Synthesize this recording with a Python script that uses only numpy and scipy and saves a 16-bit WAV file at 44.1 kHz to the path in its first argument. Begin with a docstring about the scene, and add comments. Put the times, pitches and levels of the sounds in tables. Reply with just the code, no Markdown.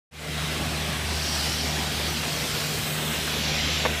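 """Water jets beside a ship's hull

Heard from the dock: jets spray without a break while a pump engine drones at its firing rate.
The falling water roars, with drops and heavier splashes; its hiss changes colour as the spray
shifts and the microphone turns. One dull knock comes near the end. Mono, fading in from silence."""
import sys
import numpy as np
from scipy import signal
from scipy.fft import rfft, irfft
from scipy.io import wavfile
from scipy.ndimage import uniform_filter1d, map_coordinates

SR = 44100
rng = np.random.default_rng(int(sys.argv[2]) if len(sys.argv) > 2 else 0)


def wrap_up_sound(samples):
    """Save the sound to the file named by the first command line argument, as 16-bit audio."""
    columns = np.atleast_2d(samples).T
    # keep every value between -1 and 1, then stretch to whole-number steps
    tamed = np.clip(columns, -1, 1)
    steps = np.round(tamed * 32767).astype(np.int16)
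    wavfile.write(sys.argv[1], SR, steps)


N = 176400


def amp(db):
    """Decibels to gain."""
    return 10 ** (np.asarray(db) / 20)


def unit_rms(x):
    """x scaled to rms 1."""
    return x / np.sqrt(np.mean(x ** 2) + 1e-20)


def time_s():
    """Time of each sample."""
    return np.arange(N) / SR


def curve(rows):
    """Straight lines through rows of time_s, value."""
    return np.interp(time_s(), *np.transpose(rows))


def wobble(knots_per_s):
    """Smooth random curve."""
    return map_coordinates(rng.standard_normal(1024), [time_s() * knots_per_s + 2], mode="wrap")


def coloured(x, spectrum):
    """x shaped by rows of freq_hz, gain_db on a log frequency axis, at rms 1."""
    freq_hz, gain_db = np.transpose(spectrum)
    bin_hz = np.fft.rfftfreq(N, 1 / SR)
    gain = amp(np.interp(np.log(bin_hz + 1), np.log(freq_hz), gain_db))
    return unit_rms(irfft(rfft(x) * gain, N))


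def patches(x, depth_db, window_samples):
    """x under a random time-frequency gain; a longer window gives narrower, longer patches."""
    spectrogram = signal.stft(x, nperseg=window_samples)[2]
    field = uniform_filter1d(rng.standard_normal(spectrogram.shape), size=5, axis=0)
    field = uniform_filter1d(field, size=9, axis=1)
    return signal.istft(spectrogram * amp(depth_db * unit_rms(field)), nperseg=window_samples)[1][:N]


def rush(spectrum, patchy_db):
    """Rushing water: coloured noise with brief broad patches and longer narrow ones."""
    noise = patches(rng.standard_normal(N), patchy_db, window_samples=512)
    noise = patches(noise, depth_db=1.66, window_samples=2048)
    return coloured(noise, spectrum)


def pump():
    """Engine drone: five slightly unsteady harmonics of the firing rate."""
    # fundamental and octave envelopes: time_s, level_db
    fundamental = [(.4, -36), (.7, -36.5), (1.05, -33.5), (1.6, -34.5), (2.2, -39), (2.55, -55),
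                   (2.85, -48.5), (3.2, -40.5), (3.55, -36), (3.95, -33.5)]
    octave = [(.4, -35.5), (.8, -36), (1.1, -41), (1.5, -40), (1.75, -35.5), (2.05, -38.5), (2.5, -37.5),
              (3.0, -36), (3.2, -41.5), (3.5, -36), (3.95, -41)]
    # weaker overtones: harmonic, level_db
    overtones = [(3, -46), (4, -61), (5, -61.5)]
    firing_hz, drift_ratio = 76.22, 0.00415
    phase = 2 * np.pi * np.cumsum(firing_hz * (1 + drift_ratio * wobble(5.08))) / SR
    out = np.zeros(N)
    for harmonic, level_db in [(1, curve(fundamental)), (2, curve(octave))] + overtones:
        peak = np.sqrt(2) * amp(level_db + 0.97 * wobble(12))
        out += peak * np.sin(harmonic * phase + rng.uniform(0, 2 * np.pi))
    return out


def roar():
    """The mass of water coming down, with two deep surges."""
    # steady roar and surge spectra: freq_hz, gain_db
    roar_spectrum = [(20, -28), (36, -21), (56, -2.5), (105, -0.5), (135, 0.5), (200, 1), (300, -2.5),
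                     (420, -3.5), (560, -4.5), (720, -3.5), (950, -7.5), (1300, -7), (1800, -6.5),
                     (2600, -10), (4200, -17), (15000, -30)]
    surge_spectrum = [(25, -25), (50, -7), (90, 6), (130, -8), (300, -43)]
    # low surges: centre_s, half_width_s, level_db
    surges = [(2.778, 0.046, -37), (3.62, 0.045, -34)]
    steady = amp(-32 + 0.55 * wobble(14)) * rush(roar_spectrum, patchy_db=1.33)
    swell = sum(amp(level_db) * np.exp(-((time_s() - centre_s) / half_width_s) ** 2)
                for centre_s, half_width_s, level_db in surges)
    return steady + swell * coloured(rng.standard_normal(N), surge_spectrum)


def spray():
    """Shifting spray: bands of hiss swell in turn and share a slight flutter."""
    # band envelopes: time_s, level_db
    wash = [(.4, -39), (1.1, -41), (2.2, -41.5), (2.9, -40.5), (3.38, -40.5), (3.49, -33), (3.7, -35.5),
            (3.98, -36)]  # 2-3 kHz
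    body = [(.4, -37.5), (.9, -38), (1.4, -35), (2.3, -35.5), (2.85, -36.5), (3.15, -34), (3.4, -33),
            (3.55, -31.5), (3.8, -30), (3.95, -37)]  # 2.5-4 kHz
    hiss = [(.4, -41.5), (1.03, -40), (1.25, -32), (1.45, -31.5), (1.63, -31), (1.76, -36), (2.4, -35.5),
            (2.72, -35.5), (2.82, -40), (3.07, -42.5), (3.3, -37), (3.52, -33), (3.82, -35.5), (3.91, -43)]  # 4-6 kHz
    sizzle = [(0.4, -46.5), (0.95, -48.5), (1.27, -42.5), (2.2, -44), (2.62, -41.5), (2.96, -43.5),
              (3.77, -39.5), (3.98, -42)]  # 6-7.5 kHz
    fizz = [(.4, -45), (1.08, -46), (1.25, -42), (1.5, -41), (1.7, -44.5), (2.3, -43), (2.85, -40.5),
            (3.3, -44), (3.5, -55), (3.8, -52), (3.98, -47)]  # 7.5-10.5 kHz
    sheen = [(.4, -54), (1.05, -51), (1.45, -45.5), (1.85, -50.5), (2.6, -46.5), (3.0, -53), (3.3, -44),
             (3.5, -49.5), (3.98, -50)]  # near 11 kHz
    air = [(0.4, -52), (1.04, -51), (1.06, -54.5), (1.26, -45), (1.57, -45), (1.79, -48), (2.81, -39.5),
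           (2.91, -37.5), (3.41, -45), (3.48, -60), (3.98, -49)]  # above 12 kHz
    whistle = [(.4, -55), (1.9, -53), (2.7, -48), (2.95, -44), (3.25, -46), (3.45, -59)]  # narrow resonance near 8 kHz
    # band spectra: freq_hz, gain_db
    wash_spectrum = [(1000, -28), (1600, -7), (2100, -1), (2400, 1), (2750, 0), (3500, -26)]
    body_spectrum = [(1800, -22), (2600, -7), (3150, -0.5), (3450, -1.5), (4000, -2.5), (4450, -14),
                     (5500, -45)]
    hiss_spectrum = [(3500, -16), (4300, -1.5), (4800, -1.5), (5400, -1.5), (5900, -3.5), (6400, -20.5),
                     (7500, -54)]
    sizzle_spectrum = [(5300, -24), (6200, 5), (6900, 2.5), (7400, 4), (8000, -17), (9000, -40)]
    fizz_spectrum = [(6800, -41), (7600, -3.5), (8150, -2.5), (8700, -3.5), (9200, -5), (9650, -9),
                     (10300, -4.5), (11000, -16.5), (12500, -38)]
    sheen_spectrum = [(9500, -33), (10700, -3), (11350, 2), (11900, -4), (13000, -30)]
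    air_spectrum = [(10800, -14), (12100, 0), (12800, -3), (13500, -2), (14200, -3), (15400, -6)]
    whistle_spectrum = [(7200, -45), (7750, -6), (8080, 16), (8450, -6), (9100, -30), (12500, -30),
                        (13200, -9), (13500, -5), (13900, -11), (15400, -21)]
    bands = [(wash, wash_spectrum), (body, body_spectrum), (hiss, hiss_spectrum),
             (sizzle, sizzle_spectrum), (fizz, fizz_spectrum), (sheen, sheen_spectrum),
             (air, air_spectrum), (whistle, whistle_spectrum)]
    flutter = amp(0.3 * wobble(22.2))
    return flutter * sum(amp(curve(envelope)) * rush(spectrum, patchy_db=1.47)
                         for envelope, spectrum in bands)


def spatter():
    """Single drops slap down at random, each a filtered impulse."""
    # drop spectrum: freq_hz, gain_db
    drop_spectrum = [(250, -24), (600, -0.5), (3000, 1.5), (6000, -3), (15000, -7)]
    drops_per_s, rms_db, spread_db = 260, -47, 0.5
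    hits = rng.random(N) < drops_per_s / SR
    strengths = rng.choice([-1, 1], N) * amp(spread_db * rng.standard_normal(N))
    return amp(rms_db) * coloured(hits * strengths, drop_spectrum)


def splashes():
    """Larger lumps of water land, each a short noise burst around its own centre frequency."""
    # landings: start_s, level_db, centre_hz
    landings = [(1.091, -35, 2400), (1.64, -31, 330), (1.78, -29, 330), (1.992, -28.5, 700),
                (2.08, -42, 620), (2.23, -29, 1800), (3.272, -26.5, 1490)]
    rise_s, t60_s = 0.0037, 0.15
    out = np.zeros(N)
    for start_s, level_db, centre_hz in landings:
        age_s = np.maximum(time_s() - start_s, 0)
        spectrum = [(centre_hz / 4, -22), (centre_hz / 2, -4), (centre_hz, 0),
                    (2 * centre_hz, -12), (4 * centre_hz, -28)]
        envelope = amp(level_db - 60 * age_s / t60_s) * (1 - np.exp(-age_s / rise_s))
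        out += envelope * coloured(rng.standard_normal(N), spectrum)
    return out


def knock():
    """Something close by knocks and chatters: each contact cracks and rings the same modes."""
    # contacts: start_s, level_db
    contacts = [(3.8522, -15.5), (3.8555, -17), (3.8573, -18.5), (3.8618, -18.5)]
    # ringing modes: pitch_hz, gain_db, t60_s
    modes = [(504, -5.5, .05), (682, -3.5, 0.027), (903, -4.5, 0.024), (1090, -5, 0.02),
             (1780, -8.5, 0.021), (2200, -10, 0.018), (2670, -19, .015)]
    # contact noise spectrum: freq_hz, gain_db
    crack_spectrum = [(300, -14), (700, -7), (2000, -6), (3500, -9), (5000, -28), (8000, -60)]
    crack_gain_db, crack_t60_s = -6, 0.026
    passband_hz = [335, 4200]
    out = np.zeros(N)
    for start_s, level_db in contacts:
        age_s = np.maximum(time_s() - start_s, 0)
        ring = np.zeros(N)
        for pitch_hz, gain_db, t60_s in modes:
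            decay = amp(gain_db + rng.normal(0, 1) - 60 * age_s / t60_s)
            ring += decay * np.sin(2 * np.pi * pitch_hz * age_s)
        crack_envelope = (age_s > 0) * amp(crack_gain_db - 60 * age_s / crack_t60_s)
        crack = crack_envelope * coloured(rng.standard_normal(N), crack_spectrum)
        out += amp(level_db) * (crack - ring)
    return signal.sosfilt(signal.butter(2, passband_hz, "band", fs=SR, output="sos"), out)


def scene():
    """All sources summed, alike in both channels."""
    mono = pump() + roar() + spray() + spatter() + splashes() + knock()
    return np.array([mono, mono])


def record(dry):
    """Brick-wall low-pass and fade-in."""
    cutoff_hz = 15520
    fade_start_s, fade_s, fade_power = 0.11, 0.32, 0.79
    fade = np.clip((time_s() - fade_start_s) / fade_s, 0, 1) ** fade_power
    passband = np.fft.rfftfreq(N, 1 / SR) < cutoff_hz
    return fade * irfft(rfft(dry) * passband, N)


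dry = scene()
out = record(dry)
wrap_up_sound(out)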